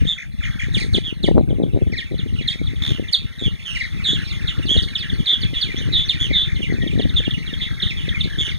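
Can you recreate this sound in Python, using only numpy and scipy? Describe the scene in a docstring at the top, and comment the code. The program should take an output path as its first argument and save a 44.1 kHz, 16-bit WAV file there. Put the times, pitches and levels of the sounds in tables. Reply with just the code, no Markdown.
"""Wind thumps softly at the microphone and a buzzy call opens the chatter of martins at a rack of nest gourds.
Each voice is a nearly pure gliding tone with weak overtones: falling strokes, trilled buzzes, a dry rattle.
Many fainter calls and a noise murmur make the farther birds; gourds and trees answer with echoes.
The wind is lumpy low noise with single pressure swings, strongest in the second second, over a faint hiss.
"""
import sys
import numpy as np
from scipy import signal
from scipy.fft import rfft, irfft, next_fast_len
from scipy.io import wavfile
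from scipy.ndimage import uniform_filter1d, map_coordinates

SR = 44100
rng = np.random.default_rng(int(sys.argv[2]) if len(sys.argv) > 2 else 0)


def int16_out(signal):
    """Quantize to a 16-bit WAV file."""
    q = np.round(np.clip(np.atleast_2d(signal).T, -1, 1) * 32767)
    wavfile.write(sys.argv[1], SR, q.astype(np.int16))


N = 378378


def amp(db):
    """Decibels to gain."""
    return 10 ** (np.asarray(db) / 20)


def unit(x):
    """Scale to rms 1."""
    return x / np.sqrt(np.mean(x ** 2) + 1e-20)


def along(points, hz):
    """Read (frequency, value) points on a log frequency axis."""
    f, v = np.transpose(points)
    return np.interp(np.log(hz + 1), np.log(f + 1), v)


def curves(rows):
    """One value per sample for each column after the time."""
    s, *cols = np.transpose(rows)
    return [np.interp(np.arange(N) / SR, s, c) for c in cols]


def wobble(rate, size):
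    """A smooth random curve, rate knots a second."""
    knots = rng.standard_normal(int(size * rate / SR) + 4)
    return map_coordinates(knots, [np.arange(size) * rate / SR])


def filtered(x, response):
    """x times a complex response of frequency."""
    m = next_fast_len(N + SR // 4)
    return irfft(rfft(x, m) * response(np.fft.rfftfreq(m, 1 / SR)), m)[..., :N]


def noise(spectrum):
    """Coloured noise of rms 1."""
    return unit(filtered(rng.standard_normal(N), lambda hz: amp(along(spectrum, hz))))


def add(track, s, sound):
    """Mix a sound into a track at time s."""
    start = int(np.clip(round(s * SR), 0, N))
    track[..., start:start + sound.shape[-1]] += sound[..., :N - start]


# colour of the faint hiss: (frequency [Hz], relative level [dB])
AIR_COLOUR = [(100, -2), (600, 24), (1200, 4), (5000, -17), (9300, 11.5), (11500, 4), (15000, 3)]


def air(air_db=-60):
    """Steady hiss: independent coloured noise in each channel."""
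    return amp(air_db) * np.array([noise(AIR_COLOUR), noise(AIR_COLOUR)])


# strongest eddies that thump the microphone: (time [s], relative level [dB])
BUFFETS = [(.015, -13), (0.054, -12), (.686, -14.5), (0.769, -11), (.819, -14.5), (.847, -13.5),
           (.865, -16), (0.951, -8), (0.972, -12), (.985, -4.5), (1.127, -11), (1.243, -5), (1.287, 2.5),
           (1.313, -2), (1.359, -4), (1.371, -13), (1.38, 5), (1.394, -1), (1.411, -3.5), (1.489, -14),
           (1.508, -6.5), (1.53, -8), (1.586, -9), (1.601, -4), (1.621, -5.5), (1.637, -3), (1.665, -12),
           (1.747, -8.5), (1.763, -6.5), (1.774, -4), (1.821, -7.5), (1.869, -9.5), (1.927, -10),
           (1.99, -17), (2.121, -10), (2.143, -9.5), (2.262, -13), (2.325, -18), (2.412, -13),
           (2.558, -14.5), (2.616, -10.5), (2.736, -14.5), (2.896, -17.5), (2.949, -17), (2.997, -8.5),
           (3.026, -14.5), (3.423, -9.5), (3.481, -11.5), (4.133, -11), (4.597, -10.5), (4.655, -12),
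           (4.696, -16), (4.714, -10), (4.766, -5.5), (5.133, -16.5), (5.186, -20), (5.334, -15),
           (5.436, -15.5), (5.534, -13.5), (5.745, -11.5), (5.815, -14), (5.889, -12), (5.915, -15.5),
           (5.931, -15), (6.314, -7), (6.606, -11), (6.64, -16), (6.724, -8), (6.742, -11.5),
           (6.786, -13.5), (6.835, -9), (6.866, -8.5), (6.956, -11.5), (6.978, -9.5), (6.998, -3.5),
           (7.034, -19), (7.056, -8), (7.205, -11.5), (7.28, -6), (7.532, -13.5), (7.831, -15.5),
           (8.082, -11.5), (8.259, -13), (8.274, -16.5), (8.384, -15), (8.408, -14.5), (8.482, -16.5)]
# an eddy's pitch at a strength of 0 dB, and the gain in strength that doubles it
EDDY_HZ, EDDY_DOUBLING_DB = 232, 26


def eddies(level_db, count=110, small_db=14, spread_db=6.0, buffet_db=-2.0, shed_db=-10, shed_s=.006, size=3):
    """A passing vortex is one pressure swing, briefer when stronger; small chance ones follow the wind's level."""
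    x, t = np.zeros(N), np.arange(-SR // 50, SR // 50) / SR
    small = []
    for when, luck in rng.random((count, 2)):
        small.append((when * N / SR, level_db[int(when * N)] + small_db + spread_db * (2 * luck - 1)))
    for s, db in list(BUFFETS) + small:
        hz = EDDY_HZ * 2 ** (db / EDDY_DOUBLING_DB)
        # lesser swings scattered around the main one crackle
        shed = [(shed_s * lag, db + shed_db + 2 * luck) for lag, luck in rng.standard_normal((size, 2))]
        for lag, swing_db in [(0, db)] + shed:
            turn = np.exp(2j * np.pi * rng.random())  # random phase
            swing = np.real(turn / (1 - 1j * np.pi * hz * t) ** 3)
            add(x, s + lag + t[0], amp(swing_db + buffet_db) * swing * np.hanning(len(t)))
    return x


# level at which the wind is heard, with brief dips: (time [s], relative level [dB])
WIND_LEVEL = [(0.0, -35), (0.02, -26), (0.21, -56.5), (0.26, -41), (0.93, -30), (1.19, -42), (1.29, -20),
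              (1.43, -33.5), (1.86, -30.5), (2.05, -43.5), (2.27, -30.5), (2.48, -39.5), (2.84, -38.5),
              (2.91, -30), (3.11, -41), (3.15, -62), (3.23, -34), (3.34, -49.5), (3.44, -28.5), (3.58, -48),
              (4.11, -34.5), (4.28, -40.5), (4.78, -30), (4.97, -46), (5.21, -31), (5.3, -56.5),
              (5.45, -30), (5.47, -41), (6.0, -31.5), (6.02, -38.5), (7.05, -31), (7.33, -36),
              (8.51, -38.5), (8.58, -39)]
# extra level of the flutter over that level: (time [s], relative level [dB])
FLURRY_LEVEL = [(0, -28), (.5, -13), (1.25, 2.5), (1.45, 5), (1.62, 9.5), (1.95, 0), (2.3, 0), (3.4, 0.5),
                (3.8, -0.5), (4.7, 3), (6.3, 1.5), (6.9, 0), (8.58, 0.5)]
# colour of the slow part of the wind: (frequency [Hz], relative level [dB])
RUMBLE_COLOUR = [(10, -30), (25, -2), (60, 4), (120, 0), (200, -7.5), (320, -26), (600, -76), (1200, -73)]
# colour of the quicker part of the wind: (frequency [Hz], relative level [dB])
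FLUTTER_COLOUR = [(60, -40), (170, 0.5), (280, 8), (420, 0.5), (650, -19), (1000, -24.5), (1600, -40.5),
                  (4000, -75)]


def wind(rumble_db=13.5, flutter_db=-10.0, lump_db=6):
    """Turbulence at the microphone: lumpy rumble and flutter with eddies, the channels swinging in opposition."""
    low_db, = curves(WIND_LEVEL)
    flurry_db, = curves(FLURRY_LEVEL)
    lumps = np.tanh(wobble(60, N))
    rumble = unit(noise(RUMBLE_COLOUR) * amp(8.5 * lumps))
    flutter = unit(noise(FLUTTER_COLOUR) * amp(lump_db * lumps))
    x = amp(low_db + rumble_db) * rumble
    x += amp(low_db + flurry_db + flutter_db) * flutter
    x += eddies(low_db + flurry_db / 2)
    left = filtered(x, lambda hz: np.exp(-2j * np.pi * hz * .00052))  # 0.52 ms late
    return np.array([left * amp(1.6), -x * amp(-1.7)])


# decay of the trees' echo: (frequency [Hz], time to fall 60 dB [s])
TREE_DECAY = [(1500, 0.036), (3500, 0.26), (9000, 0.086)]


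def echoes(x, gourds_db, trees_db, spread_s=.04, count=36):
    """Quick reflections off the gourds and a diffuse tail from the trees, drawn anew for each crossfaded stretch."""
    out, hop, t = np.zeros(N), SR // 4, np.arange(SR // 3) / SR
    for start in range(-hop, N, hop):
        lo, hi = max(start, 0), min(start + 2 * hop, N)
        piece = x[lo:hi] * np.sin(np.pi * (np.arange(lo, hi) - start) / (2 * hop))
        # tail: noise that dies at its own pace in each band, after a soft onset
        hz, age, z = signal.stft(rng.standard_normal(len(t)), SR, nperseg=256)
        decay = amp(-60 * age / along(TREE_DECAY, hz)[:, None])
        tail = signal.istft(z * decay, SR)[1][:len(t)]
        response = amp(trees_db) * unit(tail * (1 - np.exp(-t / 0.004))) / np.sqrt(len(t))
        delays = 0.0015 + spread_s * rng.random(count) ** 2
        taps = amp(gourds_db) * rng.choice([-1, 1], count) / np.sqrt(count)
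        np.add.at(response, (delays * SR).astype(int), taps)
        add(out, lo / SR, signal.fftconvolve(piece, response))
    return out


def syrinx(pitch, loudness, second_db, third_db):
    """Two rows: a nearly pure whistle, and its second and third harmonics."""
    phase = 2 * np.pi * np.cumsum(pitch) / SR + rng.uniform(0, 2 * np.pi)
    overtones = amp(second_db) * np.sin(2 * phase) + amp(third_db) * np.sin(3 * phase)
    return loudness * np.array([np.sin(phase), overtones])


# how strongly a voice carries at each pitch: (pitch [Hz], relative level [dB])
VOICE_STRENGTH = [(1300, -21.5), (2000, -7.5), (2600, -4), (3400, 2), (3900, 2), (4500, 5.5), (5100, 16)]
# throat resonance that a chirp plunges through: centre, half width, boost
THROAT_HZ, THROAT_WIDTH_HZ, THROAT_DB = 3620, 200, 3.5
LATE_SWELL = 1.157  # above 1, a chirp starts softly and swells late


def chirp(length, start_hz, end_hz, bend=0.257, waver=0.017, shimmer_db=2.0, second_db=-28, third_db=-34):
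    """A gliding whistle, swelling at the voice's resonances; a fall flattens out if bend > 0, else steepens."""
    u = np.linspace(0, 1, max(int(length * SR), 64))
    pitch = start_hz * (end_hz / start_hz) ** (u + bend * u * (1 - u))
    throat_db = THROAT_DB * np.exp(-((pitch - THROAT_HZ) / THROAT_WIDTH_HZ) ** 2)
    swell = np.sin(np.pi * u ** LATE_SWELL) ** 0.75
    swell = swell * amp(along(VOICE_STRENGTH, pitch) + throat_db)
    swell = swell / swell.max() * amp(shimmer_db * wobble(250, len(u)))
    return syrinx(pitch * (1 + waver * wobble(600, len(u))), swell, second_db, third_db)


# colour of the overtones: (frequency [Hz], relative level [dB])
OVERTONE_COLOUR = [(3000, -3), (4300, -13), (5200, 1), (6400, 2), (7200, -3.5), (8000, -2), (9300, 1),
                   (11500, -18), (15000, 0)]


def beak(voice, overtone_db=0):
    """The open beak joins the whistle to its overtones, made grainy and heard with their own reflections."""
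    grain = .7 + .7 * wobble(1300, N)
    bright = filtered(voice[1] * grain, lambda hz: amp(along(OVERTONE_COLOUR, hz)))
    return voice[0] + amp(overtone_db) * (bright + echoes(bright, gourds_db=-3.5, trees_db=-20.0))


# kinds of faint call: (share of all calls [0-1], strokes [count], start pitch [Hz], spread of pitch [log ratio],
# stroke length [s], end over start pitch [ratio], bend of the glide [-], relative level [dB])
FAR_CALLS = [(.2, 3, 2500, 0.121, 0.02005, .62, -0.312, -6),
             (.12, 2, 1850, 0.0794, 0.01866, 0.635, -0.41, -13.5),
             (.46, 1, 4050, 0.0704, 0.016, .78, 0.019, -6.5), (.12, 1, 2950, .12, 0.022, .73, -0.019, -1),
             (.1, 1, 2400, .1, .04, 0.86, 0.37, -6)]


def far_birds(count=960, stroke_gap_s=.021, variety=.2, slope_spread=0.2785):
    """Faint gurgles, chirps and slurs, each with its own pitch, pace and slope, evened out in level."""
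    voice = np.zeros((2, N))
    for share, strokes, hz, spread, length, fall, bend, db in FAR_CALLS:
        calls = round(share * count)
        draws = np.clip(rng.standard_normal((calls, 5)), -2, 2)
        for turn, (when, tune, size, slow, slope) in enumerate(draws):
            top, stretch = hz * np.exp(spread * tune), np.exp(variety * slow)
            end = top * fall ** (1 + slope_spread * slope)
            note = chirp(length * stretch, top, end, bend, waver=.016, second_db=-23, third_db=-23.5)
            note = amp(db + 3 * size) * note
            s = (turn + when) / calls * N / SR
            for stroke in range(round(strokes)):
                add(voice, s + stroke * stroke_gap_s * stretch, note)
    x = unit(beak(voice, overtone_db=2.0))
    return x / np.sqrt(np.abs(uniform_filter1d(x ** 2, size=4500)) + 0.42)


# level at which the farther chatter is heard, sinking between 1.1 and 1.9 s: (time [s], relative level [dB])
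CROWD_LEVEL = [(0, -40), (.3, -54), (.47, -37.5), (.66, -41.5), (.8, -39), (1.1, -49), (1.5, -53.5),
               (2.1, -45), (2.9, -41.5), (3.3, -44), (3.8, -41), (4.2, -36), (4.9, -39), (5.6, -36.5),
               (6.5, -40), (7.1, -39), (7.8, -38), (8.1, -37.5), (8.58, -38)]
# colour of the blurred murmur, shared by the rasp of the near calls: (frequency [Hz], relative level [dB])
MURMUR_COLOUR = [(600, -15.5), (1000, -14), (1250, -8), (1550, -19.5), (2000, -7), (2600, -8.5),
                 (3400, -35), (4100, -8.5), (5100, -7.5), (6400, -19.5), (8000, -36.5), (9300, -18.5),
                 (11500, -28)]


def crowd(far_db=1):
    """The farther birds with their echoes, over a murmur of coloured noise."""
    crowd_db, = curves(CROWD_LEVEL)
    far = far_birds()
    far = unit(far + echoes(far, gourds_db=-4, trees_db=-7.5))
    murmur = amp(-11) * noise(MURMUR_COLOUR)
    return amp(crowd_db + far_db) * (far + murmur)


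# thin rising whistles: (time [s], length [s], start pitch [Hz], end pitch [Hz], relative level [dB])
SQUEAKS = [(5.769, 0.027, 5150, 6570, -35), (6.045, 0.036, 5500, 6200, -41)]


def squeaks(squeak_db=0):
    """Thin whistles that glide upward, without overtones."""
    voice = np.zeros((2, N))
    for s, length, start_hz, end_hz, db in SQUEAKS:
        add(voice[0], s, amp(db + squeak_db) * chirp(length, start_hz, end_hz)[0])
    return voice


# sliding whistles: (time [s], length [s], start pitch [Hz], end pitch [Hz], relative level [dB])
SLURS = [(2.373, 0.063, 3480, 1920, -33), (4.874, 0.033, 2270, 2050, -37), (5.439, 0.06, 2950, 2060, -36),
         (5.637, 0.11, 2770, 1766, -33.5), (6.153, 0.0325, 2640, 2220, -32),
         (6.307, .075, 2450, 1907, -29.5), (6.616, 0.063, 3500, 1960, -26.5),
         (6.681, 0.055, 2120, 1907, -31.5), (6.804, 0.034, 2020, 1835, -31),
         (7.767, 0.02, 2270, 2130, -34.5), (8.097, 0.0436, 2103, 1736, -34),
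         (8.14, 0.044, 2560, 2063, -25.5), (8.177, .035, 2090, 1960, -36)]


def slurs(slur_db=0):
    """Clear whistles that slide down and level off."""
    voice = np.zeros((2, N))
    for s, length, start_hz, end_hz, db in SLURS:
        note = chirp(length, start_hz, end_hz, bend=0.36, waver=0.0021, shimmer_db=-4.5,
                     second_db=-22.0, third_db=-27.0)
        add(voice, s, amp(db + slur_db) * note)
    return voice


# gurgles, each a run of low falling strokes: (time [s], relative level [dB])
GURGLES = [(-.018, -38), (0.156, -28), (.403, -25), (0.572, -23), (6.453, -30)]
# strokes of a gurgle: spacing, length, highest start, end over start; the outer strokes are lower and softer
STROKE_GAP_S, STROKE_S, STROKE_HZ, STROKE_FALL, EDGE_OCTAVES, EDGE_DB = .02, .022, 2643, .53, 0.435, 15.5


def gurgles(count=5):
    """Runs of quick, steepening strokes that arch in pitch and strength."""
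    voice = np.zeros((2, N))
    for s, db in GURGLES:
        for stroke, edge in enumerate(np.linspace(-1, 1, count) ** 4):
            top = STROKE_HZ * 2 ** (-EDGE_OCTAVES * edge)
            note = chirp(STROKE_S, top, top * STROKE_FALL, bend=-.5, second_db=-14, third_db=-18)
            add(voice, s + stroke * STROKE_GAP_S, amp(db - EDGE_DB * edge) * note)
    return voice


# rasp of the harshest chirps: (time [s], length [s], relative level [dB])
SCREECHES = [(0.726, 0.22, -37.5), (0.915, 0.14, -41), (1.225, 0.12, -44), (1.963, 0.12, -52),
             (2.47, 0.13, -41.5), (3.112, 0.082, -39.5), (3.72, 0.21, -44), (4.723, 0.28, -44.5)]
# colour of that rasp: (frequency [Hz], relative level [dB])
SCREECH_COLOUR = [(2000, -9), (4200, 0.5), (5200, -6), (6400, -2), (7900, -5), (9300, -2.5), (11000, -29),
                  (15000, -24)]


def screeches(screech_db=-3):
    """Bright, flickering noise for the harshest chirps: a quick rise and a slower fade."""
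    force = np.zeros(N)
    for s, length, db in SCREECHES:
        u = np.linspace(0, 1, int(length * SR))
        add(force, s, amp(db + screech_db) * np.sin(np.pi * np.sqrt(u)) ** 2)
    return force * unit(noise(SCREECH_COLOUR) * amp(3 * wobble(400, N)))


# one bird's rattle: start and spacing of the pips; how long it holds its pitch and level, then how they fall
RATTLE_S, PIP_GAP_S = 2.82, .0138
RATTLE_HOLD_S, RATTLE_HZ, RATTLE_SAG_HZ_PER_S, RATTLE_DB, RATTLE_FADE_DB_PER_S = .055, 3570, 8500, -18.5, 132


def rattle(pip_s=0.0084, drop=0.14, low_ratio=.55, low_db=-13, count=12):
    """Separate pips, each a brief drop in pitch over a low second voice; the train holds, then sags and fades."""
    voice, u = np.zeros((2, N)), np.linspace(0, 1, int(pip_s * SR))
    for pip in range(count):
        age = pip * PIP_GAP_S
        late = max(age - RATTLE_HOLD_S, 0)
        glide = 1 + drop * (.5 - u) + 0.06 * wobble(600, len(u))
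        pitch = (RATTLE_HZ - RATTLE_SAG_HZ_PER_S * late) * glide
        swell = amp(RATTLE_DB - RATTLE_FADE_DB_PER_S * late) * np.sin(np.pi * u) ** 2
        low_pitch = low_ratio * pitch * (1 + 0.12 * wobble(480, len(u)))
        add(voice, RATTLE_S + age, syrinx(pitch, swell, second_db=-22, third_db=-29))
        add(voice, RATTLE_S + age, syrinx(low_pitch, amp(low_db) * swell, second_db=-20, third_db=-13))
    return voice


def buzz(length, pitches, crest, rough, overtone_db, trill_hz, low_ratio=.58, low_db=-27):
    """A curved note trilled too fast to follow; roughness deepens its pulses and lifts a low second voice."""
    u = np.linspace(0, 1, int(length * SR))
    n = len(u)
    trill = 2 * np.pi * np.cumsum(trill_hz * (1 + .09 * wobble(90, n))) / SR
    curve = np.polyval(np.polyfit([0, .5, 1], pitches, 2), u)
    pitch = curve * (1 + .036 * rough * wobble(500, n))
    swell = np.sin(np.pi * np.interp(u, [0, np.clip(crest, .22, .9), 1], [0, .5, 1])) ** .7
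    harshness = rough / ROUGH_AT_FULL
    pulse = unit(amp(5.2 * harshness * np.sin(trill)))
    bend = 1 + .029 * np.cos(trill)
    voice = syrinx(pitch * bend, swell * pulse, second_db=overtone_db, third_db=overtone_db - 7.5)
    low_pitch = low_ratio * pitch * (1 + .05 * wobble(300, n))
    low_swell = amp(low_db) * harshness ** 2 * swell * pulse
    return voice + syrinx(low_pitch, low_swell, second_db=-24, third_db=-24)


# buzzy calls: (time [s], length [s], start pitch [Hz], middle pitch [Hz], end pitch [Hz], relative level [dB],
# relative level of overtones [dB], trill rate [Hz])
BUZZY_CALLS = [(0.067, 0.077, 3400, 3573, 3150, -17.5, -25, 170.3),
               (1.033, 0.089, 3410, 3167, 2486, -25.5, -27, 160.8),
               (3.384, 0.046, 3870, 3570, 3380, -30.5, -18, 110),
               (3.422, 0.068, 3380, 3340, 2730, -22, -29, 128),
               (3.649, 0.098, 3476, 2857, 2780, -24, -20, 162.4),
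               (3.731, 0.072, 2900, 2864, 2800, -28.5, -22, 158),
               (4.039, 0.11, 4180, 3402, 3990, -15, -21.5, 305),
               (4.142, 0.038, 3500, 3160, 2700, -23.5, -27, 157.4),
               (4.684, 0.085, 3030, 3363, 2804, -13.5, -24.5, 141),
               (5.27, 0.092, 3360, 3532, 3015, -12, -35, 292.5),
               (5.536, 0.09, 3880, 3350, 3360, -23, -29, 289.5),
               (5.753, 0.068, 3180, 3560, 3770, -27.5, -26, 172),
               (5.923, 0.12, 4086, 3472, 3680, -12.5, -35, 297),
               (6.195, 0.085, 3344, 3267, 2640, -19, -19.5, 123.8),
               (6.328, 0.13, 3910, 3456, 3726, -13.5, -35.5, 292),
               (7.161, 0.04, 3640, 3495, 2970, -13.5, -31, 221),
               (7.607, 0.06, 3610, 3450, 3440, -20, -33, 297),
               (7.835, 0.09, 3800, 3502, 3250, -28, -33, 153),
               (7.965, 0.06, 3730, 3134, 2890, -30, -36, 160),
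               (8.381, 0.06, 3406, 3413, 3040, -18, -19, 167),
               (8.438, 0.061, 3294, 3070, 2850, -24, -18, 169)]
# a buzz is loudest this far through (0-1); at full voice it is purer, and rougher the softer it is
CREST, FULL_VOICE_DB, ROUGH_AT_FULL, ROUGH_PER_DB = 0.33, -15.5, 0.45, .025


def buzzy_calls(call_db=0, rasp_db=-19):
    """The buzzes, and the strain that drives their rasp: relatively greater the rougher the call."""
    calls, strain = np.zeros((2, N)), np.zeros(N)
    for s, length, *pitches, db, overtone_db, trill_hz in BUZZY_CALLS:
        rough = ROUGH_AT_FULL + ROUGH_PER_DB * (FULL_VOICE_DB - db)
        add(calls, s, amp(db + call_db) * buzz(length, pitches, CREST, rough, overtone_db, trill_hz))
        add(strain, s, amp(db + rasp_db) * rough ** 2 * signal.windows.tukey(int(length * SR)))
    return calls, strain


# falling strokes, a few high ones being octave overtones of low chirps:
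# (time [s], length [s], middle pitch [Hz], relative level [dB])
FALLING_STROKES = [(0.435, 0.012, 3150, -25), (0.739, 0.028, 3390, -17.5), (0.765, 0.033, 2280, -24),
                   (0.776, 0.02, 4250, -26.5), (0.795, 0.041, 2340, -26), (0.806, 0.016, 4350, -25),
                   (0.824, 0.014, 4240, -27), (0.815, 0.031, 2100, -28), (0.934, 0.031, 3616, -14),
                   (0.962, 0.029, 2284, -30.5), (0.966, 0.019, 4220, -30), (1.228, 0.031, 3563, -16.5),
                   (1.264, 0.023, 4200, -33), (1.255, 0.034, 2107, -29.5), (1.496, 0.026, 3280, -39),
                   (1.625, 0.021, 3480, -36), (1.918, 0.044, 2113, -27.5), (1.959, 0.047, 2093, -27.5),
                   (1.975, 0.03, 3565, -19.5), (2.002, 0.036, 2115, -27.5), (2.177, 0.04, 3530, -29),
                   (2.415, 0.027, 3760, -32.5), (2.448, 0.033, 1990, -34), (2.475, 0.02, 3696, -12),
                   (2.505, 0.031, 4030, -25), (2.5, 0.024, 2090, -31), (2.52, 0.037, 2250, -31.5),
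                   (2.706, 0.019, 2090, -35.5), (2.665, 0.021, 3560, -29), (3.079, 0.024, 3330, -28.5),
                   (3.126, 0.035, 3915, -8), (3.749, 0.032, 2220, -24), (3.797, 0.035, 2093, -20.5),
                   (3.833, 0.031, 2092, -25), (4.274, 0.087, 3780, -29.5), (4.471, 0.024, 3550, -19.5),
                   (4.48, 0.039, 3470, -21), (4.657, 0.058, 3510, -24.5), (4.765, 0.022, 3740, -14.5),
                   (4.783, 0.024, 3460, -13.5), (4.824, 0.028, 4140, -24), (4.949, 0.023, 3420, -17.5),
                   (4.976, 0.084, 3720, -24), (5.019, 0.046, 1916, -30.5), (5.094, 0.015, 3490, -23),
                   (5.258, 0.027, 3700, -14.5), (5.414, 0.033, 3905, -19.5), (5.611, 0.036, 3810, -13),
                   (6.084, 0.038, 3560, -11), (6.12, 0.04, 2207, -30.5), (6.299, 0.024, 2166, -27),
                   (6.549, 0.035, 3570, -31), (6.73, 0.018, 3940, -36.5), (6.812, 0.026, 3370, -33),
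                   (7.084, 0.031, 3650, -28.5), (6.87, 0.021, 3390, -27), (6.98, 0.043, 3300, -25.5),
                   (7.013, 0.017, 3950, -26), (7.026, 0.015, 3360, -26), (7.24, 0.045, 3190, -26),
                   (7.307, 0.0099, 3410, -19.5), (7.336, 0.016, 2870, -22.5), (7.457, 0.053, 3300, -29.5),
                   (7.535, 0.01, 3370, -24), (7.598, 0.014, 2136, -28.5), (7.666, 0.015, 2130, -27.5),
                   (7.866, 0.017, 1897, -30), (7.819, 0.029, 3470, -14.5), (7.797, 0.016, 3450, -26.5),
                   (7.862, 0.02, 3565, -23), (7.9, 0.033, 2380, -25), (8.237, 0.019, 4030, -27.5),
                   (8.087, 0.012, 3460, -20), (8.203, 0.021, 3550, -18), (8.464, .014, 3400, -24.5),
                   (8.489, 0.014, 3360, -21.5), (8.505, 0.032, 2200, -28)]
# a typical stroke and how far it falls; longer and higher ones fall farther, by these powers
CHIRP_S, CHIRP_HZ, FALL_OCTAVES, FALL_BY_LENGTH, FALL_BY_PITCH = .035, 3497, 0.71, .5, 0.39
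THROATY_DB = 0  # a low stroke's own octave, against its fundamental


def plunges(chirp_db=0.5, clear_db=-27):
    """Falling strokes, each through its middle pitch; a few high ones are octave overtones of low chirps."""
    voice = np.zeros((2, N))
    for s, length, hz, db in FALLING_STROKES:
        octaves = FALL_OCTAVES * (length / CHIRP_S) ** FALL_BY_LENGTH * (hz / CHIRP_HZ) ** FALL_BY_PITCH
        reach = 2 ** (octaves / 2)
        octave_db = np.interp(hz, [2200, 2700], [THROATY_DB, clear_db])
        note = chirp(length, hz * reach, hz / reach, second_db=octave_db, third_db=-27.5)
        add(voice, s, amp(db + chirp_db) * note)
    return voice


# the nearest gourd throws the calls straight back: delay, strength
GOURD_S, GOURD_DB = .0059, -12


def near_birds(rattle_rasp_db=-9):
    """The birds on the rack, the buzzes and rattle with noisy rasp, all doubled by one close reflection."""
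    whistles = plunges() + gurgles() + slurs() + squeaks()
    pips = rattle()
    calls, strain = buzzy_calls()
    strain += amp(rattle_rasp_db) * uniform_filter1d(np.abs(pips[0]), size=300)
    rasp = strain * unit(noise(MURMUR_COLOUR) * amp(3.0 * wobble(340, N)))
    voices = beak(whistles, overtone_db=-3) + beak(calls + pips, overtone_db=-1.0)
    voices = voices + rasp + screeches()
    return filtered(voices, lambda hz: 1 + amp(GOURD_DB) * np.exp(-2j * np.pi * hz * GOURD_S))


# left minus right for airborne sound: (frequency [Hz], level difference [dB])
BALANCE_LR = [(800, 3), (1400, -7.5), (2000, 8), (2250, 0.5), (2750, -13), (3500, -0.5), (4000, -4.5),
              (4600, -8.5), (5200, -2.5), (6000, 1.5), (7000, -6.5), (7900, -2), (10000, 2)]
# lead of left over right for airborne sound: (frequency [Hz], phase [rad])
PHASE_LR = [(0, 0), (1720, .1), (3010, -4.6), (6630, -12.9), (15300, -34.8)]


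def ports(x):
    """The two microphone ports hear the colony with a lag and a colour of their own."""
    def response(hz):
        # each port takes half of the difference
        lead = np.interp(hz, *np.transpose(PHASE_LR))
        half = amp(along(BALANCE_LR, hz) / 2) * np.exp(.5j * lead)
        pair = np.array([half, 1 / half])
        return pair / np.sqrt(np.mean(np.abs(pair) ** 2, axis=0))
    return filtered(x, response)


def colony():
    """Near birds in front of the farther chatter, with echoes ahead and to the sides."""
    near, far = near_birds(), crowd()
    # sound scattered from the sides differs between the ports
    wide = echoes(near + far, gourds_db=-20, trees_db=-30)
    ahead = near + echoes(near, gourds_db=-10, trees_db=-15) + far
    return ports(np.array([ahead + wide, ahead - wide]))


def scene():
    """A faint even hiss, wind and birds."""
    return air() + wind() + colony()


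# resonances and notches of the camera's case: (centre [Hz], width [Hz], gain [dB])
HOUSING = [(755, 10, -5), (904, 23, 0), (1030, 15, -3), (1356, 38, 6), (2890, 21, 8.5), (2932, 70, -27),
           (3000, 15, 5.5), (3209, 78, -35), (3273, 100, 6.5), (4203, 39, -16), (4925, 600, -12)]


def housing(hz):
    """The camera's case as a chain of resonances and notches, most of them narrow."""
    response = 1
    for centre, width, db in HOUSING:
        band = 1j * hz * width / (centre ** 2 - hz ** 2 + 1j * hz * width)
        response = response * (1 + (amp(db) - 1) * band)
    return response


TOP_HZ = 15500  # the camera's band limit


def record(dry):
    """The camera colours the sound, rounds off the hardest peaks and keeps nothing above its band limit."""
    x = filtered(dry, housing)
    rounded = x / (1 + np.abs(x) ** 6) ** (1 / 6)
    return filtered(rounded, lambda hz: hz < TOP_HZ)


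dry = scene()
out = record(dry)
int16_out(out)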